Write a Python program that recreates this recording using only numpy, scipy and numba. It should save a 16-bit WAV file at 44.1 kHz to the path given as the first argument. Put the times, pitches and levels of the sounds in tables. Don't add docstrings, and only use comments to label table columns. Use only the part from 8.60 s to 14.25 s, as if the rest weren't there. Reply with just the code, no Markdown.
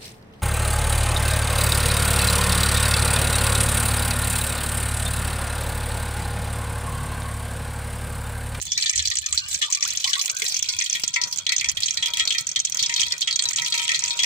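import sys
import numpy as np
from scipy import signal
from scipy.fft import rfft, irfft, next_fast_len
from scipy.io import wavfile
from scipy.ndimage import uniform_filter1d
from numba import njit

SR = 44100
rng = np.random.default_rng(int(sys.argv[2]) if len(sys.argv) > 2 else 0)


def pcm_store(signal):
    levels = np.round(np.clip(np.atleast_2d(signal), -1, 1) * 32767)
    wavfile.write(sys.argv[1], SR, levels.astype(np.int16).T)


N = 249165

# (time of edge [s], level [dB], centre [Hz], knock on the wok wall [dB],
#   spray of treble [dB], left over right [dB], rise [ms], decay t60 [s])
LARGE_BURSTS = [(0.0149, -21, 6716, -62, -36, -2, 0.97, 0.04),
                (0.0248, -25.5, 8340, -55, -36.5, -9, 1.1, 0.042),
                (0.053, -24, 7860, -64, -32, 1, 0.77, 0.024), (0.0676, -28, 3530, -32, -31.5, 9, 1.3, 0.02),
                (0.119, -10.5, 5960, -51, -48, 0, 1.5, 0.036), (0.1274, -22, 5900, -61, -48, 7, 3.2, 0.07),
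                (0.1768, -13.5, 4630, -42, -41, 2, 1.5, 0.051),
                (0.1763, -16, 6360, -31, -35, -7, 1.5, 0.027), (0.1992, -21, 4420, -51, -34, 9, 2.9, 0.029),
                (0.223, -5, 4520, -49, -63, 3, 3.7, 0.022),
                (0.2598, -16.5, 3800, -26, -63, -0.5, 1.5, 0.12),
                (0.2956, -7.5, 6000, -37, -58, 0, 1.1, 0.03), (0.3327, -21, 6200, -27, -61, -3, 1.5, 0.028),
                (0.3576, -13.5, 8100, -44, -43, -3, 1.3, 0.048),
                (0.3777, -10.5, 6000, -45, -46, 2, 1.9, 0.044),
                (0.3919, -15.5, 3540, -30, -57, -1, 1.8, 0.072),
                (0.424, -14.5, 6800, -54, -46, 3, 1.4, 0.018),
                (0.4536, -10.5, 4370, -45, -31, -1.5, 2.8, 0.038),
                (0.4737, -11, 5800, -51, -50, -3.0, 1, 0.026),
                (0.5008, -19.5, 5970, -40, -35.5, -7, 1.5, 0.037),
                (0.5131, -19, 4060, -26, -49, 1, 1.7, 0.094),
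                (0.5543, -16.5, 8100, -33, -41, 1, 1.5, 0.038), (0.5696, -13, 5560, -44, -54, 7, 2, 0.04),
                (0.586, -14, 8000, -54, -57, -3, 0.71, 0.037), (0.6184, -30, 3100, -48, -35, 1, 1.1, 0.024),
                (0.6613, -11, 6530, -42, -37, -1, 1.4, 0.032),
                (0.7075, -36, 7600, -55, -33, 3.0, 1.5, 0.019),
                (0.7254, -8, 7500, -22, -44, -1, 2.8, 0.031), (0.7444, -23, 7720, -33, -36, 6, 1.9, 0.086),
                (0.7765, -8, 4260, -49, -40, -1, 0.56, 0.029),
                (0.7858, -21, 4400, -49, -61, -5, 1.5, 0.081),
                (0.8839, -27.5, 8300, -44, -36.5, 0, 1.6, 0.12), (0.9127, -21, 8300, -50, -39, 4, 2, 0.076),
                (0.9278, -23.5, 8300, -54, -36.5, -3, 3.4, 0.12),
                (0.9437, -11.5, 6150, -47, -35, 1, 4, 0.044),
                (0.9914, -34, 4320, -46, -39, 2.5, 1.5, 0.045),
                (1.0154, -16.5, 3600, -29, -41, -8, 2.3, 0.036),
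                (1.0247, -16.5, 3260, -29, -50, 4, 1.5, 0.12),
                (1.102, -22.5, 7940, -43, -35, 7, 1.5, 0.058),
                (1.1248, -9.5, 6500, -52, -39, -1.5, 1.1, 0.052),
                (1.148, -11, 5700, -48, -40, -1, 1.5, 0.03), (1.2082, -17.5, 5900, -35, -36, 1, 1.3, 0.02),
                (1.2267, -8.5, 5530, -27, -51, 2, 1.2, 0.034),
                (1.2498, -19, 3180, -27, -45, -1, 1.5, 0.028),
                (1.2775, -19.5, 6400, -29, -27, 0, 0.81, 0.034),
                (1.286, -19.5, 4500, -36, -44, 1, 2, 0.034), (1.3044, -14, 6200, -46, -42, -1, 1.5, 0.03),
                (1.3328, -22, 7900, -34, -34, -7, 1.9, 0.023),
                (1.3592, -33, 8050, -51, -31, -6, 1.1, 0.018), (1.3726, -11, 5700, -63, -44, 6, 1.5, 0.028),
                (1.4002, -26, 5600, -50, -40, -2.0, 1.8, 0.12),
                (1.4413, -8, 3370, -27.5, -35, -4, 3.7, 0.035),
                (1.4745, -16.5, 4970, -27, -35, 3, 1, 0.057), (1.4934, -20, 5250, -34, -34, 3, 1.5, 0.095),
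                (1.5327, -10.5, 3380, -27, -47, 3.5, 0.56, 0.04),
                (1.5534, -20, 3370, -23, -41, -3, 1.2, 0.04), (1.579, -22, 7900, -28.5, -37, 1, 1.5, 0.036),
                (1.5936, -14.5, 4290, -41, -32, -1, 1.3, 0.047),
                (1.6132, -14, 5960, -46, -35, 1, 0.9, 0.046), (1.62, -23.5, 6200, -46, -32, -2, 3.2, 0.078),
                (1.6476, -24, 7200, -46, -31, 6, 1.3, 0.03), (1.6575, -17, 7920, -49, -32, -2, 1.3, 0.055),
                (1.6792, -16.5, 3770, -27, -30, -2, 1.1, 0.013),
                (1.6972, -13.5, 6130, -40, -45, -2, 1.5, 0.042),
                (1.7138, -21, 7450, -45, -28.5, 4, 1.5, 0.025),
                (1.7486, -31, 8200, -48, -37, -10, 1.1, 0.016),
                (1.768, -17, 6370, -54, -38, -3, 1.3, 0.036), (1.786, -28, 6940, -44, -33, -5, 1.9, 0.025),
                (1.7987, -21, 7360, -35, -30, 4, 1.4, 0.04),
                (1.8194, -15.5, 2160, -36, -32, -1.5, 0.89, 0.05),
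                (1.8418, -23, 6700, -24, -26, 5, 2.3, 0.032),
                (1.851, -18.5, 8200, -28.5, -37, 0, 2.2, 0.037),
                (1.8633, -15, 4460, -31, -34, -2.5, 1.7, 0.033),
                (1.8821, -15, 6840, -33, -30, 1, 1.9, 0.037), (1.8956, -22.5, 4860, -45, -38, 1, 2.5, 0.11),
                (1.922, -16.5, 4760, -34, -36, -2, 1.4, 0.035), (1.943, -14, 5700, -45, -37, 2, 1.2, 0.04),
                (1.9667, -12.5, 5800, -53, -34, -1, 0.76, 0.036),
                (1.9915, -16.5, 7550, -52, -37, -5, 1.5, 0.029),
                (2.0256, -8.5, 6000, -57, -28.5, 1, 1.9, 0.028),
                (2.0881, -14.5, 4830, -46, -40, 0, 0.79, 0.077),
                (2.128, -24, 6900, -51, -46, -2.5, 1.7, 0.04), (2.1642, -31, 7800, -53, -35, -3, 1.9, 0.04),
                (2.1881, -11.5, 5940, -47, -43, -3.5, 1, 0.034),
                (2.2109, -16.5, 3680, -19, -34, 5, 2.1, 0.026),
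                (2.221, -11.5, 6200, -29, -43, 1, 2.1, 0.029),
                (2.2433, -20, 8000, -41, -41, -2.0, 1.4, 0.035),
                (2.2615, -17, 3500, -35, -36, -4, 1.7, 0.031),
                (2.2982, -11.5, 6500, -54, -49, -5, 1.6, 0.022),
                (2.3276, -4.5, 5950, -37, -48, -1, 3.1, 0.02), (2.3491, -22, 3330, -18, -36, 0, 1.5, 0.12),
                (2.3965, -23.5, 2270, -48, -29, 3, 2, 0.037), (2.418, -29, 8500, -57, -37, -10, 1.5, 0.016),
                (2.436, -12, 5300, -47, -38, -2, 1.1, 0.043), (2.4447, -36, 6110, -42, -52, 7, 1.2, 0.029),
                (2.4775, -11.5, 7100, -49, -42, -2, 1.5, 0.027),
                (2.5401, -13.5, 5650, -40, -49, 2.5, 1, 0.047),
                (2.5602, -18.5, 2180, -13, -54, 8.5, 1.5, 0.06),
                (2.615, -12.5, 5250, -33, -40, 3, 1.1, 0.04),
                (2.6355, -10.5, 5180, -36, -70, 1.5, 2.5, 0.045),
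                (2.673, -28.5, 6060, -43, -45, 0, 1.2, 0.12),
                (2.7116, -27, 5900, -54, -43, -1.0, 1.4, 0.051),
                (2.725, -17, 5140, -48, -33, 1.5, 2, 0.064), (2.7598, -21, 6070, -46, -35, -1, 1.2, 0.027),
                (2.7734, -20.5, 8000, -54, -52, -10, 1.1, 0.02),
                (2.7845, -13.5, 6450, -54, -41, -6.5, 2.1, 0.033),
                (2.8661, -11, 3420, -29, -43, -1, 1.1, 0.033),
                (2.8916, -9, 4100, -17.5, -48, -1.5, 2.2, 0.035),
                (2.9209, -14, 2170, -25, -41, 1, 0.91, 0.052),
                (2.9209, -21, 4400, -21.5, -35, -1.0, 2.9, 0.076),
                (2.9637, -7.5, 6000, -64, -49, -2.5, 1.2, 0.02), (2.9816, -11, 6620, -52, -52, 4, 2, 0.033),
                (2.9958, -19, 4600, -36, -53, -1.5, 2.3, 0.059),
                (3.0104, -15.5, 3040, -23, -36, -7.5, 1.2, 0.028),
                (3.0439, -13, 2170, -25, -45, -0.5, 1.9, 0.035),
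                (3.0574, -20.5, 2480, -25, -42, 2, 3.4, 0.04),
                (3.0868, -11.5, 5900, -35, -51, -1, 1.5, 0.042),
                (3.0942, -9, 6150, -44, -48, -6, 1.9, 0.025), (3.1144, -25, 8190, -41, -31, -1, 1.6, 0.024),
                (3.1694, -18, 3450, -31, -38, -6, 3.2, 0.051),
                (3.2048, -17.5, 8500, -34, -33, -2, 0.73, 0.022),
                (3.2222, -16.5, 3450, -41, -39, -3, 2, 0.032),
                (3.2325, -11, 4550, -43, -47, -2.5, 1.1, 0.043),
                (3.2588, -13, 6660, -40, -53, -4.0, 1.5, 0.043),
                (3.2832, -15.5, 3220, -39, -58, 3, 1, 0.029),
                (3.3074, -13.5, 6200, -45, -45, -3, 1.3, 0.034),
                (3.3418, -21.5, 5800, -50, -37.5, 1, 1.5, 0.035),
                (3.3712, -11, 4140, -25, -37, -0.5, 3.9, 0.042),
                (3.4244, -16, 3120, -26, -44, -0.5, 2.7, 0.087),
                (3.459, -12, 3320, -42, -32, -4.5, 0.82, 0.026),
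                (3.4692, -16.5, 3150, -31.5, -37, -6, 3, 0.026),
                (3.4814, -22.5, 4470, -29.5, -40, -3, 1.7, 0.046),
                (3.5363, -13, 3500, -50, -29.5, -3.5, 1.1, 0.026),
                (3.57, -11.5, 3030, -25, -28, -3, 3.9, 0.026),
                (3.5959, -9, 3320, -21, -44, -1.0, 2.6, 0.036),
                (3.6029, -16.5, 3080, -38, -49, 1, 3, 0.057),
                (3.6534, -12.5, 6440, -32, -38, -3, 1.5, 0.017),
                (3.675, -8, 4130, -50, -35, -4.5, 1.7, 0.027), (3.7062, -10, 3060, -27.5, -46, 2, 1, 0.022),
                (3.722, -15, 3200, -35, -44, -5, 2.8, 0.045),
                (3.7476, -21.5, 3180, -19, -41, -1.5, 1.6, 0.04),
                (3.7824, -13, 4900, -25, -34.5, -2, 1.5, 0.057),
                (3.8095, -20.5, 7390, -36, -29.5, 0, 1.2, 0.023),
                (3.8692, -13.5, 6770, -43, -39, -2, 0.89, 0.028),
                (3.8903, -17, 6040, -44, -44, 1, 1.2, 0.039),
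                (3.915, -18.5, 5800, -39, -63, -2, 0.99, 0.031),
                (3.96, -10, 3500, -27.5, -41, 0, 2.4, 0.047),
                (3.9918, -14, 5900, -47, -55, 2.0, 1.4, 0.028),
                (4.0007, -8.5, 6660, -58, -56, -2, 1.3, 0.025),
                (4.0502, -11, 6700, -63, -43, -3.5, 1.1, 0.036),
                (4.0704, -21.5, 3420, -44, -48, 1, 2.2, 0.034),
                (4.098, -19.5, 6950, -47, -28, -6, 0.86, 0.013),
                (4.1216, -13.5, 5900, -50, -56, 0, 1.9, 0.03),
                (4.1456, -12, 6300, -34, -30, -1.5, 1.5, 0.02), (4.171, -9, 5700, -33, -27, 0, 2.7, 0.02),
                (4.1917, -16, 4200, -38, -40, 1, 1.9, 0.12),
                (4.2268, -10.5, 5550, -46, -36, -2, 0.91, 0.038),
                (4.2331, -13, 3460, -30, -50, -2, 3, 0.046), (4.2613, -11, 5240, -36, -54, 0, 1, 0.03),
                (4.2946, -15, 2300, -25.5, -43, 0.5, 2.1, 0.04), (4.324, -23, 2230, -32, -57, 4, 1.8, 0.05),
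                (4.34, -10.5, 5650, -36, -44, 0, 1.5, 0.03), (4.3623, -12.5, 3670, -49, -34, 2, 1.5, 0.04),
                (4.379, -19, 4300, -26, -47, 11, 1.2, 0.032),
                (4.3963, -11.5, 3420, -42, -47, -1, 1.1, 0.026),
                (4.4058, -13.5, 5670, -41, -40, -8, 1.4, 0.03),
                (4.4159, -10, 5900, -35, -45, 7, 1.5, 0.028), (4.4311, -14, 3120, -36, -48, -7, 2, 0.039),
                (4.465, -18.5, 4340, -36, -37, 1, 1.7, 0.037), (4.4824, -19, 5330, -53, -50, 2, 1.5, 0.027),
                (4.5086, -19.5, 3520, -36, -56, 2.5, 1.9, 0.023),
                (4.5221, -8, 4700, -28, -32.5, 0, 1.9, 0.029),
                (4.58, -24.5, 6200, -50, -36.5, -5, 1.3, 0.023),
                (4.6084, -14, 6900, -55, -32, 0.0, 2.6, 0.027),
                (4.6174, -11, 4160, -56, -49, -5.5, 1.9, 0.039),
                (4.6253, -16, 3210, -51, -48, 3, 2.2, 0.038), (4.6738, -17, 3030, -20, -52, -3.5, 1.3, 0.1),
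                (4.7102, -13.5, 4340, -29.5, -41, 1, 0.82, 0.037),
                (4.7265, -16, 4180, -45, -55, -1, 1.1, 0.048), (4.7591, -9, 6540, -53, -46, -5, 1, 0.022),
                (4.792, -8.5, 3930, -33, -47, 1.5, 1.8, 0.039),
                (4.8224, -13.5, 8200, -51, -55, -2.5, 1.5, 0.025),
                (4.8382, -11, 7100, -50, -49, -3, 1.4, 0.02),
                (4.8549, -9.5, 4060, -27.5, -33, -2, 1.6, 0.025),
                (4.8878, -10, 6160, -46, -36, 4, 1.1, 0.025), (4.9092, -16, 7500, -23, -30, -2, 1.3, 0.022),
                (4.9328, -16, 8100, -34.5, -44, -8, 0.81, 0.02),
                (4.96, -9.5, 6540, -45, -49, 1, 1.9, 0.024), (4.9733, -19, 3980, -28.5, -39, 6, 2.2, 0.021),
                (4.9843, -13, 3350, -21, -44, -2.0, 2.6, 0.023),
                (4.9967, -15.5, 3300, -23.5, -45, 1, 1.5, 0.023),
                (5.019, -19, 5880, -22, -38, -1.5, 1.1, 0.049),
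                (5.0463, -16.5, 5570, -39, -47, -1, 1.7, 0.04),
                (5.0625, -15, 3200, -45, -39, -2.0, 1, 0.029),
                (5.0736, -20, 3130, -46, -29, -4, 1.9, 0.015),
                (5.1015, -25, 8000, -55, -38, -2, 1.3, 0.034), (5.123, -12.5, 4040, -28, -43, 1, 1.5, 0.05),
                (5.1409, -12, 2280, -23, -44, -2, 2.2, 0.026), (5.151, -19, 2370, -42, -33, -6, 2.4, 0.018),
                (5.1607, -22, 2440, -43, -43, -6, 1.8, 0.026), (5.1773, -13, 4260, -28, -28, 2, 1.7, 0.023),
                (5.196, -16.5, 2960, -35, -38, 3, 2.1, 0.036),
                (5.2166, -16, 3240, -26, -27.5, 1, 2.1, 0.019),
                (5.2276, -13, 2970, -61, -35, -7, 3.2, 0.013),
                (5.2396, -18, 3150, -29, -34, -9, 2.3, 0.013),
                (5.2516, -21.5, 3250, -35, -45, 0.5, 1.8, 0.045),
                (5.2797, -11.5, 3030, -32, -65, -4, 0.71, 0.014),
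                (5.2912, -9.5, 2980, -21.5, -54, -1.0, 2.2, 0.025),
                (5.3175, -12.5, 2360, -21.5, -57, -4, 1.5, 0.03),
                (5.3449, -14, 3960, -20, -53, -3, 1.5, 0.065),
                (5.3594, -17.5, 5830, -32, -37, 13, 1, 0.025),
                (5.3797, -39, 6500, -49, -53, 10, 1.5, 0.024),
                (5.3917, -17.5, 7300, -46, -55, -9, 0.85, 0.028),
                (5.422, -16, 5560, -25.5, -54, 2, 2.4, 0.024), (5.4384, -5, 6300, -27, -71, 1, 1.7, 0.016),
                (5.458, -14, 6280, -47, -51, 5, 3.4, 0.019), (5.4802, -16.5, 7460, -38, -60, 2, 1.8, 0.04),
                (5.5067, -14, 4170, -51, -44, 3, 1.1, 0.04), (5.554, -33, 6250, -59, -53, -6, 1.5, 0.03),
                (5.5692, -26, 6140, -53, -43, -2, 1.5, 0.029),
                (5.5898, -13, 3040, -24, -51, 0.5, 3.5, 0.058),
                (5.633, -13.5, 5660, -16, -45, 2, 1.8, 0.04)]
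# (nearly empty [Hz], full [Hz], level [dB], t60 before extra damping [s],
#   left over right [dB])
WALL_MODES = [(1930, 1886, -4, .16, 3), (2130, 2036, -6, .11, 1), (2330, 2278, -8, .1, 0),
              (2480, 2439, -10, .14, 0), (2560, 2538, -12, .09, 0), (2650, 2619, -15, .07, 0),
              (2760, 2720, -15, .07, 0)]
BURST_LEAD_S = 0.001005


def pops():
    spits, knocks = np.zeros((2, 2, N))
    for s, db, hz, wall_db, spray_db, pan_db, rise_ms, t60 in LARGE_BURSTS:
        puff = burst(hz, rise_ms, t60, treble_db=spray_db - db, octaves=0.29, skirt_db=-12.5, same=0.1)
        pan = np.array([[pan_db], [-pan_db]]) / 2
        add(spits, s - BURST_LEAD_S, gain_of(db + pan) * puff)
        knock = pair(200, same=1.0) * np.hanning(200) / 8
        add(knocks, s, gain_of(wall_db) * knock)
    radiation = [(900, -24), (1650, -19), (1850, -0.5)]  # (frequency [Hz], gain [dB])
    wall = colour(ring(knocks, WALL_MODES, waver=0.0069), lambda f: read(radiation, f))
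    return spits, wall


# (frequency [Hz], relative density [dB per Hz])
PUFF_SPECTRUM = [(300, -80), (880, -47), (1600, -20.5), (2280, -6.5), (2760, -8.5), (3200, -2), (3820, -3),
                 (4180, 0.5), (5280, -2), (6140, 2.5), (8080, -4), (11000, -52.5), (14300, -63),
                 (22000, -120)]
# (frequency [Hz], relative density [dB per Hz])
SPRAY_SPECTRUM = [(8000, -19), (9000, 0.5), (11000, -9.5), (13700, -19.5), (14400, -11), (15300, -4.5),
                  (15700, -34), (16300, -43)]


def burst(hz, rise_ms, t60, treble_db, octaves, skirt_db, same):
    size = 3072
    t = np.arange(size) / SR

    def bell(f):
        away = np.log2((f + 1) / hz) / octaves
        return read(PUFF_SPECTRUM, f) + np.maximum(-6 * away ** 2, skirt_db)

    phase = 2 * np.pi * hz * t * (0.97 + 3.6 * t) + 2 * np.pi * rng.random()
    note = np.sin(phase) * gain_of(-4.5 - 60 * t / 0.021)
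    rise = np.sin(np.pi / 2 * np.minimum(t / (rise_ms / 1000), 1)) ** 2
    decay = gain_of(-60 * t / t60) + gain_of(-37 - 60 * t / 0.22)
    shape = rise * decay
    puff = (evened(colour(pair(size, same), bell)) + note) * shape
    spray = colour(pair(size, same=0.48), lambda f: read(SPRAY_SPECTRUM, f)) * shape
    both = evened(puff) + gain_of(treble_db) * evened(spray)
    return both * np.sqrt(np.mean(shape ** 2))


# (time [s], level [dB])
SEETHE_LEVEL = [(0.0, -31), (0.14, -29.5), (0.38, -30), (0.72, -33.5), (0.85, -30.5), (1.45, -28),
                (1.68, -32), (1.82, -31.5), (1.93, -30.5), (2.08, -27.5), (2.72, -37.5), (3.04, -37.5),
                (3.1, -36), (3.32, -34), (3.6, -30), (3.98, -38), (4.09, -37), (4.33, -30), (4.53, -33.5),
                (4.69, -36.5), (4.85, -39.5), (4.99, -29.5), (5.48, -30), (5.65, -22)]


def seethe():
    out = np.zeros((2, N))
    for hz in np.geomspace(2300, 8800, 30):
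        happens = rng.random(N) < 22 / SR
        sizes = gain_of(5.2 * np.minimum(rng.exponential(1, N), 3)) * happens
        grain = burst(hz, 1.56, 0.016, treble_db=-23.5, octaves=0.13, skirt_db=-18.0, same=0.028)
        out += signal.oaconvolve(sizes[None], grain[:, :2048], axes=1)[:, :N]
    out = evened(out) * gain_of(follow(SEETHE_LEVEL)) * stirring()
    radiation = [(1600, -54), (1850, -34)]  # (frequency [Hz], gain [dB])
    wall = colour(ring(out, WALL_MODES, waver=0.0045), lambda f: read(radiation, f))
    bottom = ring(out[[0, 0]], LOW_HUM_MODES + UPPER_HUM_MODES, waver=0.0052)
    return out + wall + gain_of(-30.5) * bottom


STIR_T60, CALM_DB = 0.13, -2.5


def stirring():
    kicks = np.zeros(N)
    for s, db, *rest in LARGE_BURSTS:
        add(kicks, s, gain_of([db]))
    lively = signal.lfilter([1], [1, -gain_of(-60 / (STIR_T60 * SR))], kicks)
    return evened(uniform_filter1d(evened(lively), 300) + gain_of(CALM_DB))


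# (time [s], oil depth [0-1], extra damping under the stream [dB per s]
FILLING = [(0, 0.08, 473), (1.2, 0.08, 553), (1.5, 0.29, 498), (2.1, 0.7, 302), (2.5, 0.88, -23),
           (2.75, 1, -2), (5.65, 1, 22)]
# (time [s], loss [dB])
RING_CUTS = [(0.408, 23), (1.663, 16), (1.753, 12), (2.304, 33), (2.743, 3), (3.11, 19), (3.853, 25),
             (4.102, 34), (4.538, 2.5), (4.916, 44)]
RING_DROP_DB, BOTTOM_DROP_DB = 10, 3.5


def ring(knocks, modes, waver, drop_db=RING_DROP_DB):
    step = 32
    loss_db = follow(FILLING, column=2) / SR
    for s, db in RING_CUTS:
        add(loss_db, s, np.full(350, db / 350))
    for s, db, *rest in LARGE_BURSTS:
        add(loss_db, max(s - 0.006, 0), np.full(220, drop_db * gain_of(db) / 220))
    depth, loss_db = follow(FILLING)[::step], loss_db[::step]
    empty_hz, full_hz, db, t60, pan_db = np.transpose(modes)[:, :, None]
    slosh = np.array([slow(count=len(depth), size=45) for mode in modes])
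    hz = (empty_hz + (full_hz - empty_hz) * depth) * (1 + waver * slosh)
    radius = gain_of(-60 / (t60 * SR) - loss_db)
    poles = radius * np.exp(2j * np.pi * hz / SR)
    gains = gain_of(np.hstack([db + pan_db / 2, db - pan_db / 2]).T.copy())
    return resound(knocks, poles, gains, step)


@njit
def resound(knocks, poles, gains, step):
    out = np.zeros(knocks.shape)
    for channel in range(len(knocks)):
        for mode in range(len(poles)):
            state = 0j
            for n in range(knocks.shape[1]):
                state = state * poles[mode, n // step] + knocks[channel, n]
                out[channel, n] += gains[channel, mode] * state.imag
    return out


# (nearly empty [Hz], full [Hz], level [dB], t60 before extra damping [s],
#   left over right [dB])
RIM_MODES = [(3100, 2720, -9, 0.06, 0), (3390, 3256, -17, 0.091, 0), (3570, 3340, -12.5, 0.12, 0.0043),
             (3670, 3300, -13.5, 0.11, 0), (4136, 3800, -13, 0.2, 0), (4600, 4330, -19, 0.17, 0)]


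def rim(crackle):
    drive = crackle[[0, 0]] + 0.73 * crackle
    return gain_of(-33.5) * ring(drive, RIM_MODES, waver=0.017)


# (time [s], low hum [dB], upper hum [dB])
BOTTOM_KNOCKS = [(2.56, -35, -40.5), (2.893, -52, -48.5), (3.044, -45.5, -52), (3.088, -64, -52),
                 (3.423, -43.5, -51), (3.48, -40.5, -49), (3.573, -62, -46), (3.602, -58, -41),
                 (3.783, -59, -44.5), (3.961, -52, -50), (4.144, -46, -54), (4.225, -50, -81),
                 (4.294, -37.5, -61), (4.378, -43, -49), (4.405, -39.5, -65), (4.47, -41, -58),
                 (4.674, -52, -43.5), (4.791, -48.5, -58), (4.854, -40.5, -55), (4.975, -74, -45),
                 (4.986, -36.5, -40.5), (5.062, -41, -52), (5.114, -94, -45), (5.141, -34.5, -39),
                 (5.196, -36, -40), (5.291, -44.5, -85), (5.322, -56, -52), (5.392, -53, -60),
                 (5.425, -36, -51), (5.493, -36.5, -58), (5.554, -49, -75), (5.633, -41, -59)]
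# (nearly empty [Hz], full [Hz], level [dB],
#   t60 before extra damping [s], left over right [dB])
LOW_HUM_MODES = [(700, 590, -21.5, 0.36, 8.5), (1289, 951, -3, 0.84, 0.5), (1300, 720, -39, 0.31, -13)]
UPPER_HUM_MODES = [(1805, 1305, 0, 0.34, 0)]


def hum():
    low, upper = np.zeros((2, 2, N))
    push = np.hanning(24) / 8
    for s, low_db, upper_db in BOTTOM_KNOCKS:
        add(low, s, gain_of(low_db) * push)
        add(upper, s, gain_of(upper_db) * push)
    tones = ring(low, LOW_HUM_MODES, 0.0035, BOTTOM_DROP_DB)
    tones = tones + ring(upper, UPPER_HUM_MODES, 0.0062, BOTTOM_DROP_DB)
    radiation = [(350, -14), (550, -4.0), (1500, 1.5), (2200, -18)]  # (frequency [Hz], gain [dB])
    return colour(tones, lambda f: read(radiation, f))


# (time [s], length [s], start [Hz], end [Hz], nominal peak level [dB])
GLIDING_TONES = [(0.076, 0.11, 3410, 3480, -34.5), (0.149, 0.074, 3580, 4130, -30),
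                 (0.813, 0.091, 2750, 3000, -35), (0.17, 0.04, 1946, 1730, -34),
                 (0.257, 0.044, 1794, 1850, -29), (0.325, 0.038, 1968, 1864, -30.5),
                 (0.388, 0.07, 1800, 1690, -36), (0.512, 0.027, 1875, 1930, -28),
                 (0.517, 0.048, 1226, 1230, -50), (0.629, 0.056, 1760, 1850, -36),
                 (.665, 0.063, 1225, 1180, -51), (0.727, 0.046, 1000, 1820, -41),
                 (0.794, 0.17, 1555, 1646, -44), (0.816, 0.091, 1130, 1230, -53),
                 (0.938, 0.05, 1570, 1590, -41), (0.987, 0.02, 575, 626, -46.5),
                 (1.023, 0.077, 1226, 1174, -42), (1.014, 0.041, 1750, 1820, -25),
                 (1.083, 0.039, 874, 1160, -41.5), (1.167, 0.093, 1144, 1220, -47.5),
                 (1.249, 0.028, 1020, 1710, -36), (1.446, 0.033, 802, 1056, -39.5),
                 (1.456, 0.067, 1044, 1130, -40), (1.519, 0.051, 1740, 1464, -32),
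                 (1.564, 0.048, 1093, 1187, -35), (1.637, 0.037, 600, 1120, -44),
                 (1.725, 0.15, 1520, 1630, -38), (1.822, 0.027, 407, 483, -37.5),
                 (1.855, 0.042, 570, 906, -48), (1.903, 0.05, 600, 940, -50),
                 (2.078, 0.16, 1025, 977, -53.5), (1.991, 0.081, 3320, 3880, -38),
                 (2.081, 0.034, 1506, 1470, -43), (2.095, 0.047, 2150, 2140, -41),
                 (4.91, 0.0076, 1220, 1260, -37)]
HIGH_TONE_HZ = 1400


def pour_tones():
    out = np.zeros((2, N))
    for s, length, start_hz, end_hz, db in GLIDING_TONES:
        u = np.linspace(0, 1, int(length * SR))
        drifts = evened(uniform_filter1d(rng.standard_normal((2, 8000)), 200))
        wobble, flutter = drifts[:, :len(u)]
        hz = (start_hz + (end_hz - start_hz) * u ** 0.875) * (1 + 0.03 * wobble)
        swell = np.sqrt(np.sin(np.pi * u ** 0.5) + 1e-9) * gain_of(1.7 * flutter)
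        tone = np.sin(2 * np.pi * np.cumsum(hz) / SR) * swell
        add(out[int(start_hz > HIGH_TONE_HZ)], s, gain_of(db) * tone)
    return out


# (time [s], drone [dB], flutter [dB], wash [dB])
FIRE_LEVELS = [(0.0, -45, -56, -63), (0.19, -49.5, -50, -67), (0.3, -65, -63, -87), (0.36, -37.5, -60, -69),
               (0.52, -46.5, -61, -68), (0.99, -56.5, -55, -57), (1.15, -82, -70, -63),
               (1.27, -55, -54, -57.5), (1.7, -73, -65.5, -54.5), (2.17, -56, -56.5, -64),
               (2.26, -72, -62, -59), (2.45, -63, -48.5, -54.5), (2.55, -75, -64, -52),
               (2.67, -61, -52.5, -57), (2.83, -82, -59, -58), (3.18, -42.5, -54, -52.5),
               (3.27, -81, -60, -60), (3.37, -55, -57, -54.5), (4.12, -74, -57, -57),
               (4.22, -53.5, -57, -53), (4.31, -82, -56.5, -61), (4.45, -47, -52.5, -56),
               (4.55, -77, -58, -53.5), (5.65, -62, -55.5, -53.5)]
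# (frequency [Hz], relative density [dB per Hz])
FLUTTER_SPECTRUM = [(12, -45), (32, -36), (64, -73), (90, 5.5), (150, 3.5), (290, -8.5), (426, -24),
                    (499, -60), (585, -13), (805, -26), (900, -4), (1170, -75), (1980, -120)]


def fire():
    lumps = slow(count=N, size=900)
    flutter = colour(pair(N, same=0.96), lambda f: read(FLUTTER_SPECTRUM, f))
    flutter = evened(flutter * gain_of(3.6 * lumps))
    drone = colour(pair(N, same=0.69), lambda f: -17 * np.log10(1 + ((f - 80) / 9) ** 2))
    drone = evened(drone * gain_of(3.4 * lumps))
    # (frequency [Hz], relative density [dB per Hz])
    air = [(200, -33), (350, -1.5), (600, 4.0), (800, -3.5), (1500, 10.5), (2500, -45)]
    wash = colour(pair(N, same=0.053), lambda f: read(air, f))
    wash = evened(wash * gain_of(5.5 * slow(count=N, size=1200)))
    mix = drone * gain_of(follow(FIRE_LEVELS)) + flutter * gain_of(follow(FIRE_LEVELS, column=2))
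    return mix + gain_of(follow(FIRE_LEVELS, column=3)) * wash


# (time [s], nominal peak level [dB])
DRY_TICK = (2.4385, -10)


def tick(mix):
    s, db = DRY_TICK
    t = np.arange(400)
    add(mix[1], s, gain_of(db) * (np.exp(-t / 12) - 0.075 * np.exp(-t / 70)))


def gain_of(db):
    return 10 ** (np.asarray(db) / 20)


def evened(x):
    return x / np.sqrt(np.mean(x ** 2) + 1e-20)


def read(points, hz):
    f, value = np.transpose(points)
    return np.interp(np.log(hz + 1), np.log(f + 1), value)


def follow(curve, column=1):
    return np.interp(np.arange(N) / SR, *np.transpose(curve)[[0, column]])


def add(mix, s, sound):
    part = mix[..., round(s * SR):][..., :sound.shape[-1]]
    part += sound[..., :part.shape[-1]]


def colour(x, db_of_hz):
    n = next_fast_len(x.shape[-1])
    gains = gain_of(db_of_hz(np.fft.rfftfreq(n, 1 / SR)))
    return irfft(rfft(x, n) * gains, n)[..., :x.shape[-1]]


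def pair(size, same):
    a, b = rng.standard_normal((2, size))
    return np.array([a, same * a + np.sqrt(1 - same ** 2) * b])


def slow(count, size):
    once = uniform_filter1d(rng.standard_normal(count), size)
    return evened(uniform_filter1d(once, size))


def late(sound, count):
    sound = sound * np.ones((2, 1))
    return np.array([sound[0], np.roll(sound[1], count)])


CRACKLE_LATE, WALL_AND_HIGH_LATE, HUM_AND_LOW_LATE, FIRE_LATE = 41, 39, 35, 55


def scene():
    spits, wall = pops()
    low_tones, high_tones = pour_tones()
    crackle = spits + seethe()
    crackle = crackle + rim(crackle)
    mix = late(crackle, CRACKLE_LATE)
    mix = mix + late(wall + high_tones, WALL_AND_HIGH_LATE)
    mix = mix + late(hum() + low_tones, HUM_AND_LOW_LATE)
    mix = mix + late(fire(), FIRE_LATE)
    tick(mix)
    return mix


# (frequency [Hz], left over right [dB])
MICROPHONE_BALANCE = [(60, 3.5), (160, 4.5), (740, 6.5), (1220, 4.5), (2010, 1), (3330, -1), (5500, -1.5),
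                      (9080, -6), (15000, -16)]
BAND_LIMIT_HZ = 16350


def record(dry):
    left = colour(dry[0], lambda f: read(MICROPHONE_BALANCE, f) / 2)
    right = colour(dry[1], lambda f: -read(MICROPHONE_BALANCE, f) / 2)
    ceiling = 0.95
    both = ceiling * np.tanh(np.array([left, right]) / ceiling)
    low_pass = signal.firwin(511, BAND_LIMIT_HZ, window=("kaiser", 9), fs=SR)
    return signal.oaconvolve(both, low_pass[None], "same")


dry = scene()
out = record(dry)
pcm_store(out)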